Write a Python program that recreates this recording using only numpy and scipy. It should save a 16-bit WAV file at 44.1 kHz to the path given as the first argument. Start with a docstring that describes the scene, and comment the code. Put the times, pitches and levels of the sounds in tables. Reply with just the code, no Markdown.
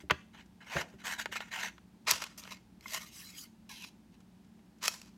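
"""In a small room with a low ventilation hum, a sheet of sandpaper drags through gloved fingers by
stick-slip friction; it bumps the workbench, buckles, crinkles and flaps. At about 2 s scissors crunch
through the grit and clack shut, their blades ringing; tool and strip scrape, and the handles knock.
The paper slides and ticks under a rubbing, squeaking glove; a second cut ends just before 5 s.
All is close to the microphone, followed by scattering from the bench and a short reverberation."""
import sys
import numpy as np
from scipy import signal
from scipy.fft import rfft, irfft, next_fast_len
from scipy.io import wavfile
from scipy.ndimage import uniform_filter1d, map_coordinates

SR = 44100
rng = np.random.default_rng(int(sys.argv[2]) if len(sys.argv) > 2 else 0)


def master(y):
    """Save y as 16-bit WAV."""
    cut = np.clip(np.atleast_2d(y).T, -1, 1)
    pcm = np.round(cut * 32767)  # scale
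    wavfile.write(sys.argv[1], SR, pcm.astype(np.int16))


N = 228349

# spectrum of the sandpaper as it is cut or crinkled: frequency_hz, gain_db
GRIT_COLOUR = [(180, -49.5), (300, -15.5), (656, -5), (737, -11), (1010, 1.5), (2030, -3.5), (2570, -2),
               (3890, -7), (5160, -5), (6850, -5.5), (9390, -16), (11500, -13.5), (13500, -21.5),
               (15000, -21.5), (16000, -28)]


def amp(db):
    """Decibels to amplitude ratio."""
    return 10 ** (np.asarray(db) / 20)


def unit(x):
    """Scale to rms 1."""
    return x / np.sqrt(np.mean(x ** 2) + 1e-20)


def peaked(x, size=128):
    """Scale so that the loudest few milliseconds have rms 1."""
    return x / np.sqrt(uniform_filter1d(x ** 2, size).max() + 1e-20)


def along(points, hz):
    """Interpolate (frequency_hz, value) points on a logarithmic frequency axis."""
    knots_hz, values = np.transpose(points)
    return np.interp(np.log(hz + 1), np.log(knots_hz + 1), values)


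def wobble(rate):
    """A smooth random curve with rate knots a second."""
    knots = rng.standard_normal(int(N * rate / SR) + 4)
    return map_coordinates(knots, [np.arange(N) * rate / SR])


def add(track, start_s, sound):
    """Superpose a sound on the track."""
    part = track[round(start_s * SR):][:len(sound)]
    part += sound[:len(part)]


def coloured(x, colour, size=4096):
    """Minimum-phase filtering: folding the cepstrum makes the given spectrum causal."""
    gain = amp(along(colour, np.fft.rfftfreq(size, 1 / SR)))
    cepstrum = irfft(np.log(np.maximum(gain, 1e-6)))
    cepstrum[1:size // 2] *= 2
    cepstrum[size // 2 + 1:] = 0
    response = irfft(np.exp(rfft(cepstrum)))
    return signal.fftconvolve(x, response)[:len(x)]


def split(x, crossover_hz=4500):
    """A crossover divides a sound into body and treble."""
    return [signal.sosfilt(signal.butter(4, crossover_hz, side, fs=SR, output='sos'), x)
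            for side in ('low', 'high')]


def volley(t60_s):
    """An exponentially decaying train of tiny impacts."""
    t = np.arange(SR // 4) / SR
    return rng.choice([-1, 1], len(t)) * amp(-60 * t / t60_s)


def burst(colour, t60_s, train_db=-13):
    """Impulse excitation: one sharp impact and a weaker volley drive a filter."""
    hits = amp(train_db) * volley(t60_s)
    hits[0] = 1
    return coloured(hits, colour)


def ringing(modes, scatter_db, attack_s, damping_db_per_s=0):
    """Free vibration: a sum of damped modes, excited a little differently at each blow."""
    t = np.arange(SR // 2) / SR
    ring = np.zeros(len(t))
    for hz, db, t60_s in modes:
        decay = amp(db + rng.normal(0, scatter_db) - 60 * t / t60_s)
        ring += decay * np.sin(2 * np.pi * (hz * t + rng.random()))
    onset = 1 - np.exp(-t / attack_s)
    return peaked(ring * onset * amp(-damping_db_per_s * t))


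def stroke(start_s, rise_s, hold_s, curve, sag_db_per_s, release_db_per_s):
    """Envelope of one movement: a power-law rise, a slow sag, an exponential release."""
    t = np.arange(N) / SR - start_s
    rise = np.clip(t / rise_s, 0, 1) ** curve
    held_s = np.maximum(t - rise_s, 0)
    released_s = np.maximum(t - rise_s - hold_s, 0)
    return rise * amp(-sag_db_per_s * held_s - release_db_per_s * released_s)


def pressing(strokes, curve, sag_db_per_s, release_db_per_s, brighten):
    """Gains of body and treble: strokes add in power, and the treble grows faster with pressure."""
    body, treble = np.zeros(N), np.zeros(N)
    for start_s, rise_s, hold_s, level_db, treble_db in strokes:
        pressure = stroke(start_s, rise_s, hold_s, curve, sag_db_per_s, release_db_per_s)
        body = np.hypot(body, amp(level_db) * pressure)
        treble = np.hypot(treble, amp(level_db + treble_db) * pressure ** brighten)
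    return body, treble


def grit(grains_per_s, spread_db):
    """Shot noise: grains catch at random moments, many faintly, a few strongly."""
    catches = rng.random(N) < grains_per_s / SR
    sizes = amp(spread_db * np.minimum(rng.standard_normal(N), 2))
    return unit(catches * sizes * rng.choice([-1, 1], N))


def bending(x, depth_db, size=512):
    """Time-varying filtering: the resonances of a sheet come and go as it bends."""
    spectra = signal.stft(x, nperseg=size)[2]
    field = uniform_filter1d(rng.standard_normal(spectra.shape), size=4, axis=0)  # across frequency
    field = uniform_filter1d(field, size=7, axis=1)  # across time
    return signal.istft(spectra * amp(depth_db * unit(field)), nperseg=size)[1][:N]


def friction(gains, colour, grains_per_s, spread_db, judder_db, bend_db):
    """Source and filter: grit drives a resonant body, and stick-slip makes the level judder."""
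    body_gain, treble_gain = gains
    vibration = coloured(grit(grains_per_s, spread_db), colour)
    body, treble = split(bending(vibration, bend_db))
    judder = unit(amp(judder_db * (wobble(200) + 0.78 * wobble(60))))
    return judder * (unit(body) * body_gain + unit(treble) * treble_gain)


def ventilation():
    """Broadband air noise lies under low tones that waver in amplitude and phase."""
    # ventilation tones: pitch_hz, level_db
    hum = [(60, -72), (186, -64), (220.5, -63)]
    # spectrum of the moving air: frequency_hz, gain_db
    air_colour = [(15, -62), (25, -27.5), (47, -8), (127, -8), (153, -12.5), (170, -2.5), (223, -5.5),
                  (317, -11), (503, -24.5), (863, -22), (1230, -29.5), (1650, -29), (1890, -31),
                  (4490, -35), (16000, -45.5)]
    t = np.arange(N) / SR
    tones = sum(amp(db + 3.1 * wobble(8.3)) * np.sin(2 * np.pi * hz * t + 0.84 * wobble(7.3))
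                for hz, db in hum)
    air = unit(coloured(rng.standard_normal(N), air_colour))
    return tones + amp(-61.5) * air


def drags():
    """Stick-slip friction: the sheet drags through gloved fingers."""
    # pulls on the sheet: start_s, rise_s, hold_s, level_db, relative_treble_db
    pulls = [(0.0, 0.0029, 0.014, -62, -3), (0.323, .016, 0.076, -55.5, -18),
             (0.6, 0.013, 0.013, -53, -19.5), (0.625, 0.13, .062, -39.5, -11.5),
             (0.875, 0.013, 0.059, -66.5, -10), (0.97, 0.028, 0.026, -59, -12),
             (1.025, 0.037, 0.077, -39.5, -6), (1.172, 0.024, 0.019, -40.5, -6.5),
             (1.31, .016, 0.0059, -41, -7.5), (1.342, 0.017, 0.0088, -37.5, -11),
             (1.399, 0.0085, 0.0043, -41.5, -15), (1.428, 0.013, 0.051, -56.5, -12.5),
             (1.502, 0.025, 0.15, -38.5, -11.5)]
    # spectrum of the dragged sheet: frequency_hz, gain_db
    colour = [(240, -61.5), (400, -17.5), (935, -2.5), (1220, -9.5), (1600, 2.5), (1870, 0.5), (2400, -4.5),
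              (2930, -5), (3260, -12.5), (3640, -11.5), (4880, -19), (6440, -13), (9760, -26.5),
              (12300, -22.5), (16000, -32.5)]
    gains = pressing(pulls, curve=1.6, sag_db_per_s=7, release_db_per_s=600.5, brighten=1.2)
    return friction(gains, colour, grains_per_s=12000, spread_db=3.5, judder_db=1.94, bend_db=3.0)


def bumps():
    """Soft impacts excite the low modes of the bench top."""
    # hand and sheet meet the bench: start_s, peak_db
    pushes = [(0.034, -47.5), (0.112, -30.5), (0.756, -36.5), (0.937, -50), (1.292, -54), (2.118, -45.5),
              (5.053, -61.5)]
    # modes of the bench top: pitch_hz, gain_db, t60_s
    modes = [(76, -6, 0.16), (127, -4.5, 0.13), (184, 1.5, .06), (290.7, -4.5, 0.15), (382, -1, 0.095),
             (596.5, -8.5, 0.093)]
    out = np.zeros(N)
    for start_s, peak_db in pushes:
        add(out, start_s, amp(peak_db) * ringing(modes, scatter_db=3.1, attack_s=0.0016))
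    return out


def buckles():
    """Snap-through buckling: the stiff sheet gives a pop with a shorter bright tick on it."""
    # snaps of the sheet: start_s, peak_db, relative_treble_db
    snaps = [(0.099, -27.5, -48), (0.102, -27, -36), (0.108, -18, -24), (0.11, -17, -14.5),
             (0.767, -27.5, -20), (1.258, -29, -14.5), (1.358, -34.5, -14), (1.326, -39, -10),
             (1.405, -35, -19.5), (1.781, -50, -18.5), (2.22, -34.5, -8), (2.453, -48.5, -13.5),
             (2.476, -45, -12), (2.52, -47.5, -13), (4.593, -64, -20)]
    # spectrum of a snap: frequency_hz, gain_db
    colour = [(180, -39.5), (300, -15), (1530, -2), (1810, -6), (2700, -10), (2930, -10), (3760, -16),
              (4750, -19), (5250, -23), (6520, -21), (10000, -33.5), (11500, -27), (16000, -34.5)]
    out = np.zeros(N)
    for start_s, peak_db, treble_db in snaps:
        pop = peaked(split(burst(colour, t60_s=0.029, train_db=-14.5))[0])
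        tick = peaked(split(burst(colour, t60_s=0.012))[1])
        add(out, start_s, amp(peak_db) * (pop + amp(treble_db) * tick))
    return out


def crinkles(count=26):
    """Crackling noise: the held sheet gives faint ticks at random times."""
    out = np.zeros(N)
    for when, size in rng.random((count, 2)):
        tick = peaked(burst(GRIT_COLOUR, t60_s=0.04, train_db=-5.5))
        add(out, when * N / SR, amp(-70 + 6.1 * size) * tick)
    return out


def flap():
    """Flexural vibration: the whole sheet bends and sounds its low resonances."""
    # bends of the sheet: start_s, rise_s, hold_s, level_db
    flexes = [(0.744, .02, .004, -35.5)]
    # spectrum of the flexing sheet: frequency_hz, gain_db
    colour = [(88, -50), (150, 9.5), (252, -4), (409, 6.5), (540, 6), (668, 6.5), (1230, -7), (1500, -20),
              (1950, -59), (3300, -120)]
    bend = sum(amp(level_db) * stroke(*timing, curve=1.5, sag_db_per_s=41, release_db_per_s=191)
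               for *timing, level_db in flexes)
    return bend * unit(coloured(grit(grains_per_s=2500, spread_db=4.5), colour))


def cuts():
    """Shear: the blades crunch through the grit ever harder; a fading tail follows each snip."""
    # closing strokes of the blades: start_s, rise_s, hold_s, level_db, relative_treble_db
    squeezes = [(2.062, 0.0402, .015, -28.5, -3.5), (2.215, .006, .021, -38, -6.5),
                (4.808, .044, 0.021, -39, 0.5)]
    # tails of ring, room and settling paper: start_s, rise_s, hold_s, level_db, relative_treble_db
    tails = [(2.12, 0.0067, .01, -42, -4.5), (4.882, 0.00605, 0.0055, -50, 3.5)]
    squeeze = pressing(squeezes, curve=1.0, sag_db_per_s=40, release_db_per_s=1099.5, brighten=1.7)
    tail = pressing(tails, curve=1.1, sag_db_per_s=21, release_db_per_s=91.5, brighten=1.3)
    gains = np.hypot(squeeze, tail)
    return friction(gains, GRIT_COLOUR, grains_per_s=14000, spread_db=4.0, judder_db=2.5, bend_db=1.5)


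def clicks(ring_db=-29.5, damping_db_per_s=79.5):
    """Impulsive transients: blade clacks and small ticks of the rubbed paper, each with a faint ring."""
    # sharp clicks: start_s, peak_db, relative_treble_db
    impulses = [(2.111, -26, 9.5), (2.118, -30.5, -7), (2.24, -37.5, -1), (2.38, -55, 6),
                (2.437, -46.5, -7), (2.509, -49.5, -2.5), (2.57, -56.5, -10), (2.809, -54, -4.5),
                (2.946, -35.5, -3), (3.823, -47.5, 0), (3.847, -47, -22), (4.875, -36, 1.5),
                (4.88, -21.5, 2), (5.016, -47, -2)]
    # spectrum of a click: frequency_hz, gain_db
    colour = [(240, -49.5), (400, -17), (1180, -7.5), (1760, -13.5), (2550, 1), (2930, -9.5), (3930, -11),
              (4310, 0.5), (4800, -7.5), (5350, -0.5), (7750, -5.5), (9320, -17.5), (11400, -9.5),
              (14800, -20.5), (16000, -28)]
    # modes of the steel blades: pitch_hz, gain_db, t60_s
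    modes = [(4470, -8.5, 0.93), (5604, 4, 0.23), (6500, -4.5, 0.34), (7500, -12, 0.32), (11100, -11, 0.3),
             (11800, -6.5, 0.19), (13450, -9.5, 0.27)]
    out = np.zeros(N)
    for start_s, peak_db, treble_db in impulses:
        body = peaked(split(burst(colour, t60_s=0.01507, train_db=-6.5))[0])
        treble = peaked(split(burst(colour, t60_s=0.011, train_db=-5))[1])
        ring = ringing(modes, scatter_db=2.5, attack_s=0.001, damping_db_per_s=damping_db_per_s)
        add(out, start_s, amp(peak_db) * (body + amp(treble_db) * treble))
        add(out, start_s, amp(peak_db + treble_db + ring_db) * ring)
    return out


def scrapes():
    """Coarse friction: scissors and cut strip pass each other in sparse, uneven catches."""
    # touches of tool and strip: start_s, rise_s, hold_s, level_db, relative_treble_db
    touches = [(2.373, 0.0063, 0.0094, -54, 4), (2.4, 0.035, .09, -57.5, -9.5),
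               (2.5, 0.018, 0.0044, -48.5, -10.5), (2.8, 0.098, .14, -53, -1),
               (2.91, 0.036, .002, -39.5, -2.5)]
    # spectrum of the scraping: frequency_hz, gain_db
    colour = [(260, -38), (450, -16), (538, -22), (616, -6.5), (726, -20), (1050, -7.5), (1650, -12.5),
              (2100, -4), (2960, -9.5), (4300, -13.5), (6240, -7), (10400, -17), (11900, -9.5),
              (16000, -25.5)]
    gains = pressing(touches, curve=1.26, sag_db_per_s=4, release_db_per_s=314, brighten=1.35)
    return friction(gains, colour, grains_per_s=5000, spread_db=5.0, judder_db=2.0, bend_db=3)


def knocks():
    """Heavily damped modes: the plastic handles meet with a short, hollow knock."""
    # blows of handle on handle: start_s, peak_db
    blows = [(2.858, -40), (2.946, -39), (2.974, -45.5)]
    # modes of the handles: pitch_hz, gain_db, t60_s
    modes = [(1062, -3, 0.033), (1410, -13, 0.032), (2095, -3, 0.075), (2520, -20, 0.13)]
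    out = np.zeros(N)
    for start_s, peak_db in blows:
        knock = ringing(modes, scatter_db=4, attack_s=0.00082, damping_db_per_s=900)
        add(out, start_s, amp(peak_db) * knock)
    return out


def slides():
    """Light sliding friction: dense, even catches of the paper merge into a hiss."""
    # glides of the paper: start_s, rise_s, hold_s, level_db, relative_treble_db
    glides = [(3.05, 0.023, 0.013, -60.5, -1), (3.105, 0.054, 0.15, -56, 3), (3.31, 0.078, .045, -57, 7)]
    # spectrum of the sliding paper: frequency_hz, gain_db
    colour = [(530, -52), (900, -20.5), (1090, -8), (1390, -11.5), (2040, -1), (2960, -2.5), (3340, -5.5),
              (6030, -1), (10000, -8.5), (11700, -3), (16000, -13)]
    gains = pressing(glides, curve=0.8, sag_db_per_s=24, release_db_per_s=330, brighten=1.6)
    return friction(gains, colour, grains_per_s=20000, spread_db=0.5, judder_db=1.1, bend_db=4.5)


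def rubs():
    """Stick-slip friction: a glove rubs on the paper."""
    # strokes of the glove: start_s, rise_s, hold_s, level_db, relative_treble_db
    grips = [(3.691, 0.0027, .195, -55.5, 0.5), (3.8, 0.042, .01, -53.5, -7),
             (4.11, 0.027, 0.015, -74.5, -7.5)]
    # spectrum of glove on paper: frequency_hz, gain_db
    colour = [(410, -38), (700, -17.5), (997, -1), (1200, -20.5), (1560, -9), (1770, -12), (2630, 2),
              (3240, -5), (3790, -3), (4490, -8.5), (5840, -5), (7590, -17), (11800, -14), (16000, -28)]
    gains = pressing(grips, curve=0.85, sag_db_per_s=20.5, release_db_per_s=750, brighten=1.57)
    return friction(gains, colour, grains_per_s=10000, spread_db=4.5, judder_db=1.45, bend_db=2.5)


def squeak(start_s=3.695, sink=0.14, sink_s=0.042, t60_s=0.18):
    """Friction-excited resonance: the glove squeaks faintly, sinking in pitch as it slows."""
    # resonances of the glove as it takes hold: pitch_hz, level_db
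    resonances = [(1120, -52), (1740, -50), (2380, -54)]
    t = np.arange(N) / SR
    pitch_ratio = 1 - sink * (1 - np.exp(-t / sink_s))
    travel = np.cumsum(pitch_ratio) / SR
    tones = sum(amp(db) * np.sin(2 * np.pi * hz * travel + 0.26 * wobble(194)) for hz, db in resonances)
    envelope = (1 - np.exp(-t / 0.0033)) * amp(-60 * t / t60_s)
    out = np.zeros(N)
    add(out, start_s, tones * envelope)
    return out


def room(x, bench_db, tail_db):
    """Early reflections off small things on the bench scatter the treble; reverberation follows."""
    # reverberation time of the room: frequency_hz, t60_s
    decay_times = [(150, 0.4), (800, 0.25), (3000, 0.37), (5500, 0.37), (9000, 0.46), (15000, 0.27)]
    hz, t, spectra = signal.stft(rng.standard_normal(SR // 2), SR, nperseg=256)
    decay = amp(-60 * t / along(decay_times, hz)[:, None])
    tail = signal.istft(spectra * decay, SR, nperseg=256)[1]
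    tail = coloured(tail, [(100, -4.5), (1000, -4), (3500, -4.0), (8000, -3.5), (16000, -7)])
    early = coloured(volley(t60_s=0.023), [(500, -12.5), (2000, -3.5), (5000, -1.0), (16000, -6.5)])
    response = np.zeros(SR)
    add(response, 0.001, amp(bench_db) * early / np.linalg.norm(early))
    add(response, 0.007, amp(tail_db) * tail / np.linalg.norm(tail))
    return signal.fftconvolve(x, response)[:N]


def scene():
    """Superposition: the direct sound of paper and scissors, its reflections and the room's hum."""
    handling = drags() + bumps() + buckles() + crinkles() + flap() + slides() + rubs() + squeak()
    direct = handling + cuts() + clicks() + scrapes() + knocks()
    return (direct + room(direct, bench_db=-12.5, tail_db=-20.0) + ventilation())[None]


def record(dry, low_cut_hz=42, top_hz=15900):
    """Band limiting: the microphone sheds deep rumble, and nothing above top_hz is kept."""
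    heard = signal.sosfilt(signal.butter(2, low_cut_hz, 'high', fs=SR, output='sos'), dry)
    size = next_fast_len(N + SR // 2)
    passband = np.fft.rfftfreq(size, 1 / SR) < top_hz
    return irfft(rfft(heard, size) * passband, size)[:, :N]


dry = scene()
out = record(dry)
master(out)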